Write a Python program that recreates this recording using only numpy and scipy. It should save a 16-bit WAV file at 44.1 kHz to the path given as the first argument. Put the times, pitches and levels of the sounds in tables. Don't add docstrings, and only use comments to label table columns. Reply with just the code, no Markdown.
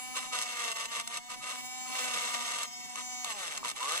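import sys
import numpy as np
from scipy import signal
from scipy.fft import rfft, irfft
from scipy.io import wavfile

SR = 44100
rng = np.random.default_rng(int(sys.argv[2]) if len(sys.argv) > 2 else 0)


def put_to_file(sound):
    columns = np.atleast_2d(sound).T
    safe = np.clip(columns, -1, 1)
    whole_steps = np.round(safe * 32767)
    wavfile.write(sys.argv[1], SR, whole_steps.astype(np.int16))


N = 176400
TIME, FREQ = np.arange(N) / SR, np.fft.rfftfreq(N, 1 / SR)
BAND_LIMIT_HZ = 15650


def amp(db):
    return 10 ** (np.asarray(db) / 20)


def unit(x):
    return x / np.sqrt(np.mean(x ** 2) + 1e-20)


def curve(points):
    return np.interp(TIME, *np.transpose(points))


def response(points):
    hz, db = np.transpose(points)
    return amp(np.interp(np.log(FREQ + 1), np.log(hz), db))


def resonance(hz, width_hz):
    return 1 / (1 + ((FREQ - hz) / width_hz) ** 2) ** 2


def colour(x, gain):
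    log_gain = np.log(np.maximum(gain, 1e-5))
    causal = np.exp(np.conj(signal.hilbert(np.r_[log_gain, log_gain[-2:0:-1]])))
    return irfft(rfft(x) * causal[:len(FREQ)], N)


def drift(hz, count=4096):
    slow = irfft(rfft(rng.standard_normal(count)) / (1 + (FREQ[:count // 2 + 1] / hz) ** 2))
    return np.interp(TIME, np.linspace(0, N / SR, count), unit(slow))


def contact_envelope(rows, attack_s=0.014, release_s=0.011):
    envelope = np.zeros(N)
    for start, end, first_db, last_db in rows:
        attack = np.clip((TIME - start) / attack_s + .5, 0, 1)
        release = np.exp(-np.maximum(TIME - end, 0) / release_s)
        level = amp(np.interp(TIME, [start, end], [first_db, last_db]))
        envelope = np.maximum(envelope, attack * release * level)
    return envelope


def bursts(rows, decay_s=0.0033):
    envelope = sum(amp(db) * (TIME >= start) * np.exp(-abs(TIME - start) / decay_s) for start, db in rows)
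    return envelope * rng.standard_normal(N)


# frequency in Hz, relative spectral density in dB.
ROOM_SPECTRUM = [(20, 5.5), (40, -8.5), (200, 6.5), (280, 5), (400, -6), (1000, -16), (15000, -60)]

def room_rumble():
    noise = rng.standard_normal(N) + .5 * rng.standard_normal((2, N))
    swell = amp(3 * drift(hz=13))
    return amp(-60) * unit(colour(noise * swell, response(ROOM_SPECTRUM)))


# time in seconds, speed in turns per second.
SHAFT_SPEED = [(0, 252.3), (.31, 253.5), (.35, 246), (.5, 244), (.62, 237), (.72, 225), (.77, 229),
               (.86, 227.5), (.94, 236), (1.01, 231), (1.25, 244), (1.45, 250), (1.54, 248.5), (1.72, 253),
               (1.95, 254.5), (2.2, 243), (2.62, 239), (2.8, 245), (3.1, 248.7), (3.25, 246.5), (3.32, 218),
               (3.45, 174), (3.6, 131), (3.73, 108), (3.79, 116), (3.88, 146), (4, 188)]

def rotation(load, labour_hz=251, full_sag_hz=40):
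    speed = curve(SHAFT_SPEED)
    wander = .0007 * drift(hz=8.9)
    flutter = .0007 * (1 + 8 * load) * drift(hz=70)
    turns = np.cumsum(speed * (1 + wander + flutter)) / SR
    sag = np.clip((labour_hz - speed) / full_sag_hz, 0, 1)
    return speed, turns, sag


def harmonics(speed, turns, strain, segments=3):
    shaft, commutator = np.zeros(N), np.zeros(N)
    wobbles = [drift(hz=25) * (.19 + .37 * strain) for _ in range(16)]
    swells_db = [2.6 * drift(hz=3) for _ in wobbles]
    for k in range(1, 141):
        for_size, for_phase, for_swell = rng.choice(len(wobbles), size=3, replace=False)
        swell = amp(swells_db[for_swell] * (.3 if k < 10 else 1))
        size = np.sqrt(2) * swell * (1 + wobbles[for_size]) * (k * speed < BAND_LIMIT_HZ)
        partial = size * np.cos(2 * np.pi * (k * turns + rng.random()) + wobbles[for_phase])
        if k % segments:
            shaft += partial
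        else:
            commutator += partial
    return shaft, commutator


# frequency in Hz, gain in dB.
WHINE_SPECTRUM = [(350, -58.5), (570, -59.5), (740, -49.5), (1480, -70.5), (2250, -48), (2520, -57.5),
                  (3000, -60.5), (3750, -53.5), (4450, -63.5), (5250, -56), (6000, -58.5), (6700, -52),
                  (7500, -50), (8300, -63), (9000, -85.5), (9850, -55), (10400, -70), (12000, -73),
                  (13650, -79), (15000, -61), (16000, -78)]
# time in seconds, gain at the band's centre in dB.
PIERCE_GAIN = [(0, -1), (1.2, 5.5), (1.6, -5.5), (2.72, 8), (3.22, 3.5), (3.3, -3)]

def commutator_whine(partials, strain, pierce_hz=6000, width_hz=730):
    whine = colour(partials, response(WHINE_SPECTRUM))
    band = irfft(rfft(whine) * np.exp(-((FREQ - pierce_hz) / width_hz) ** 2), N)
    return (whine + (amp(curve(PIERCE_GAIN)) - 1) * band) * amp(-3.5 * strain)


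def brush_hiss(turns, cutoff_hz=8000):
    friction = rng.standard_normal((2, N)) * (1 + 0.4 * np.cos(2 * np.pi * turns))
    return unit(colour(friction, response(BODY_SPECTRUM) / (1 + (FREQ / cutoff_hz) ** 2)))


# frequency in Hz, gain in dB.
HUM_SPECTRUM = [(110, -71), (250, -55), (490, -74.5), (720, -51.5), (1000, -56), (1480, -67), (1900, -56),
                (2500, -71), (3000, -55.5), (3400, -67.5), (4900, -65.5), (5450, -64), (6300, -68),
                (7200, -55), (8400, -71.5), (9000, -62.5), (10600, -77.5), (11400, -79), (13200, -77.5),
                (14500, -71), (15200, -77)]
# time in seconds, relative level in dB.
MOTOR_LEVEL = [(0, 1), (.5, -1), (1.0, -3.5), (1.27, -5.5), (1.4, -3.5), (1.52, -0.5), (1.66, -0.5),
               (1.95, 3.5), (2.3, 2.5), (2.7, -3.5), (2.93, -1.5), (3.23, 2), (3.6, -6.5), (3.75, -9),
               (4, -0.5)]

def motor(speed, turns, sag, load):
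    strain = np.minimum(np.sqrt(load) + .5 * sag, 1)
    shaft, commutator = harmonics(speed, turns, strain)
    hum = colour(shaft, response(HUM_SPECTRUM))
    whine = commutator_whine(commutator, strain)
    low_partials = sum(np.cos(2 * np.pi * (k * turns + rng.random())) for k in range(1, 5))
    growl = amp(-64.5) * sag * unit(low_partials)
    level_db = curve(MOTOR_LEVEL)
    return amp(level_db - 1) * (hum + whine + growl) + amp(.5 * level_db - 57) * brush_hiss(turns)


def singing_bit(turns, sag, load, lead_s=0.016):
    graze = np.interp(TIME + lead_s, TIME, load) ** 0.97
    pushes = np.diff(np.floor(turns), prepend=0) * amp(2 * drift(hz=25.1))
    mode = unit(resonance(hz=1240, width_hz=106))
    return amp(-47.5) * colour(graze * (1 - sag) * unit(pushes), mode)


def knocks(turns, jitter_s=.00007, spread_db=1):
    onsets = np.flatnonzero(np.diff(np.floor(turns)))
    late, size = rng.standard_normal((len(onsets), 2)).T
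    onsets += np.round(late * jitter_s * SR).astype(int)
    blows = np.zeros(N)
    blows[np.clip(onsets, 0, N - 1)] = amp(spread_db * size)
    return unit(blows)


def ringing(x, decay_s=0.0027, tail_gain=0.98):
    t = np.arange(1024) / SR
    tail = rng.standard_normal(len(t)) * np.exp(-t / decay_s)
    smear = rfft(tail_gain * tail / np.linalg.norm(tail) + (t == 0), N)
    return irfft(rfft(x) * smear / (abs(smear) + 1e-9), N)


def grit(speed, turns, crumbs_per_s=9000, spread_db=1.5, decay_s=0.005):
    crumbs = amp(spread_db * rng.standard_normal(N)) * (rng.random(N) < crumbs_per_s / SR)
    paths = rng.standard_normal((3, N))
    since_blow_s = turns % 1 / speed
    puffs = 0.42 + np.exp(-since_blow_s / decay_s)
    return unit((paths[0] + 0.64 * paths[1:]) * crumbs * puffs)


# start in seconds, relative level in dB.
SNAPS = [(0.388, -2), (0.415, -2), (0.423, -1), (0.716, -3), (0.855, -5.5), (0.998, -4), (1.075, -2),
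         (1.171, -5), (2.632, -0.5), (2.957, -6), (3.245, 0), (3.576, -3.5), (3.682, -5), (3.69, -4),
         (3.70, -5), (3.713, -8.5), (3.921, -2), (3.976, -1)]

def snaps(corner_hz=2200):
    high_pass = FREQ / np.hypot(FREQ, corner_hz)
    treble_lift = 1 + 0.33 * (FREQ / 11000) ** 4
    return colour(bursts(SNAPS), high_pass * treble_lift)


# start and end in seconds, relative levels at start and end in dB.
DIGS = [(.46, .7, -16, -7.5), (1.99, 2.26, -4, -16), (3.41, 3.58, -1, -31.5), (3.647, 3.68, 7.5, -16),
        (3.8, 3.95, 2, 2.5)]
# start in seconds, relative level in dB.
THUDS = [(2.956, 1.5), (3.244, 3), (3.63, 3)]

def figure_boom(turns, scraping, harmonic=8, roughness=0.58):
    squeal_size = 1 + roughness * drift(hz=50)
    squeal = squeal_size * np.cos(2 * np.pi * harmonic * turns + roughness * drift(hz=50))
    digging = contact_envelope(DIGS) * (0.6 * scraping + amp(-18) * .5 * squeal)
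    modes = unit(resonance(hz=1105, width_hz=240) + amp(-11) * resonance(hz=501, width_hz=116))
    return amp(-36.5) * colour(digging + bursts(THUDS), modes)


# frequency in Hz, relative gain in dB.
BODY_SPECTRUM = [(60, -41), (160, -28), (340, -21.5), (480, -12), (620, -8), (850, -14), (1000, -4),
                 (1230, 0), (1420, -10.5), (1800, -4.5), (2250, -1), (2450, -13), (2720, 0), (3050, -6),
                 (3650, -1.5), (4550, -11), (5200, -8), (5900, -5), (6300, -13), (6650, -4.5), (7250, -3.5),
                 (8000, -10.5), (8400, -2.5), (9000, -11.5), (10600, -16.5), (11300, -7), (12000, -40),
                 (13500, -49), (15200, -29), (16000, -57)]

def bit_on_clay(speed, turns, load, knock_cutoff_hz=3000):
    blows, crumbs = knocks(turns), grit(speed, turns)
    chatter = unit(amp(1.9 * drift(hz=70)))
    snapping = amp(-23) * snaps()
    knocking = amp(-37.5) * ringing(colour(blows, 1 / np.hypot(1, FREQ / knock_cutoff_hz)))
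    force = load * (knocking + amp(-37) * chatter * crumbs) + snapping
    return colour(force, unit(response(BODY_SPECTRUM))) + figure_boom(turns, blows + .5 * crumbs)


# start and end in seconds, relative load at start and end in dB.
TOUCHES = [(.156, .19, 3.5, 1.5), (.19, .27, -6.5, -8.5), (.327, .435, 3.5, -3), (.435, .585, -5, -2.5),
           (.585, .725, 1, 0), (.757, .86, 1, -3), (.86, .917, -19, -9.5), (.917, 1.01, 0.5, -0.5),
           (1.095, 1.178, -8, -1.5), (1.292, 1.345, -9.5, -3.5), (1.42, 1.52, -7, -1),
           (1.52, 1.61, -5, -13.5), (1.86, 1.95, -11.5, -5.5), (1.95, 2.13, 2, -1.5),
           (2.134, 2.175, 3.5, 2.5), (2.175, 2.325, 1, -1.5), (2.335, 2.368, 5.5, -1),
           (2.365, 2.6, -3, -0.5), (2.6, 2.652, 1, -2), (2.79, 2.95, -25, -19), (2.968, 3.012, -2, -6),
           (3.255, 3.326, -4.5, -2), (3.326, 3.41, -14, -2), (3.41, 3.58, -2, -2.5),
           (3.642, 3.716, 4, -2.5), (3.76, 3.89, -2.5, 2), (3.89, 4.02, 5.5, -3)]

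def scene():
    load = contact_envelope(TOUCHES)
    speed, turns, sag = rotation(load)
    background = room_rumble() + motor(speed, turns, sag, load)
    return background + bit_on_clay(speed, turns, load) + singing_bit(turns, sag, load)


# frequency in Hz, lead of the left port in radians.
PORT_PHASE = [(20, -3.5), (320, -2.5), (420, -1.34), (750, -1), (1100, -1), (1380, 2.5), (1650, -4),
              (2300, -4.5), (2900, -8), (3450, -8.5), (5250, -15.5), (8250, -26), (9950, -31.5),
              (11800, -36.5), (15000, -36)]

def record(dry):
    lead = np.interp(FREQ, *np.transpose(PORT_PHASE))
    ports = irfft(rfft(dry) * np.exp(1j * np.outer([.5, -.5], lead)), N)
    low_pass = signal.firwin(511, BAND_LIMIT_HZ, window=("kaiser", 9), fs=SR)
    return signal.oaconvolve(ports, low_pass[None], "same")


dry = scene()
out = record(dry)
put_to_file(out)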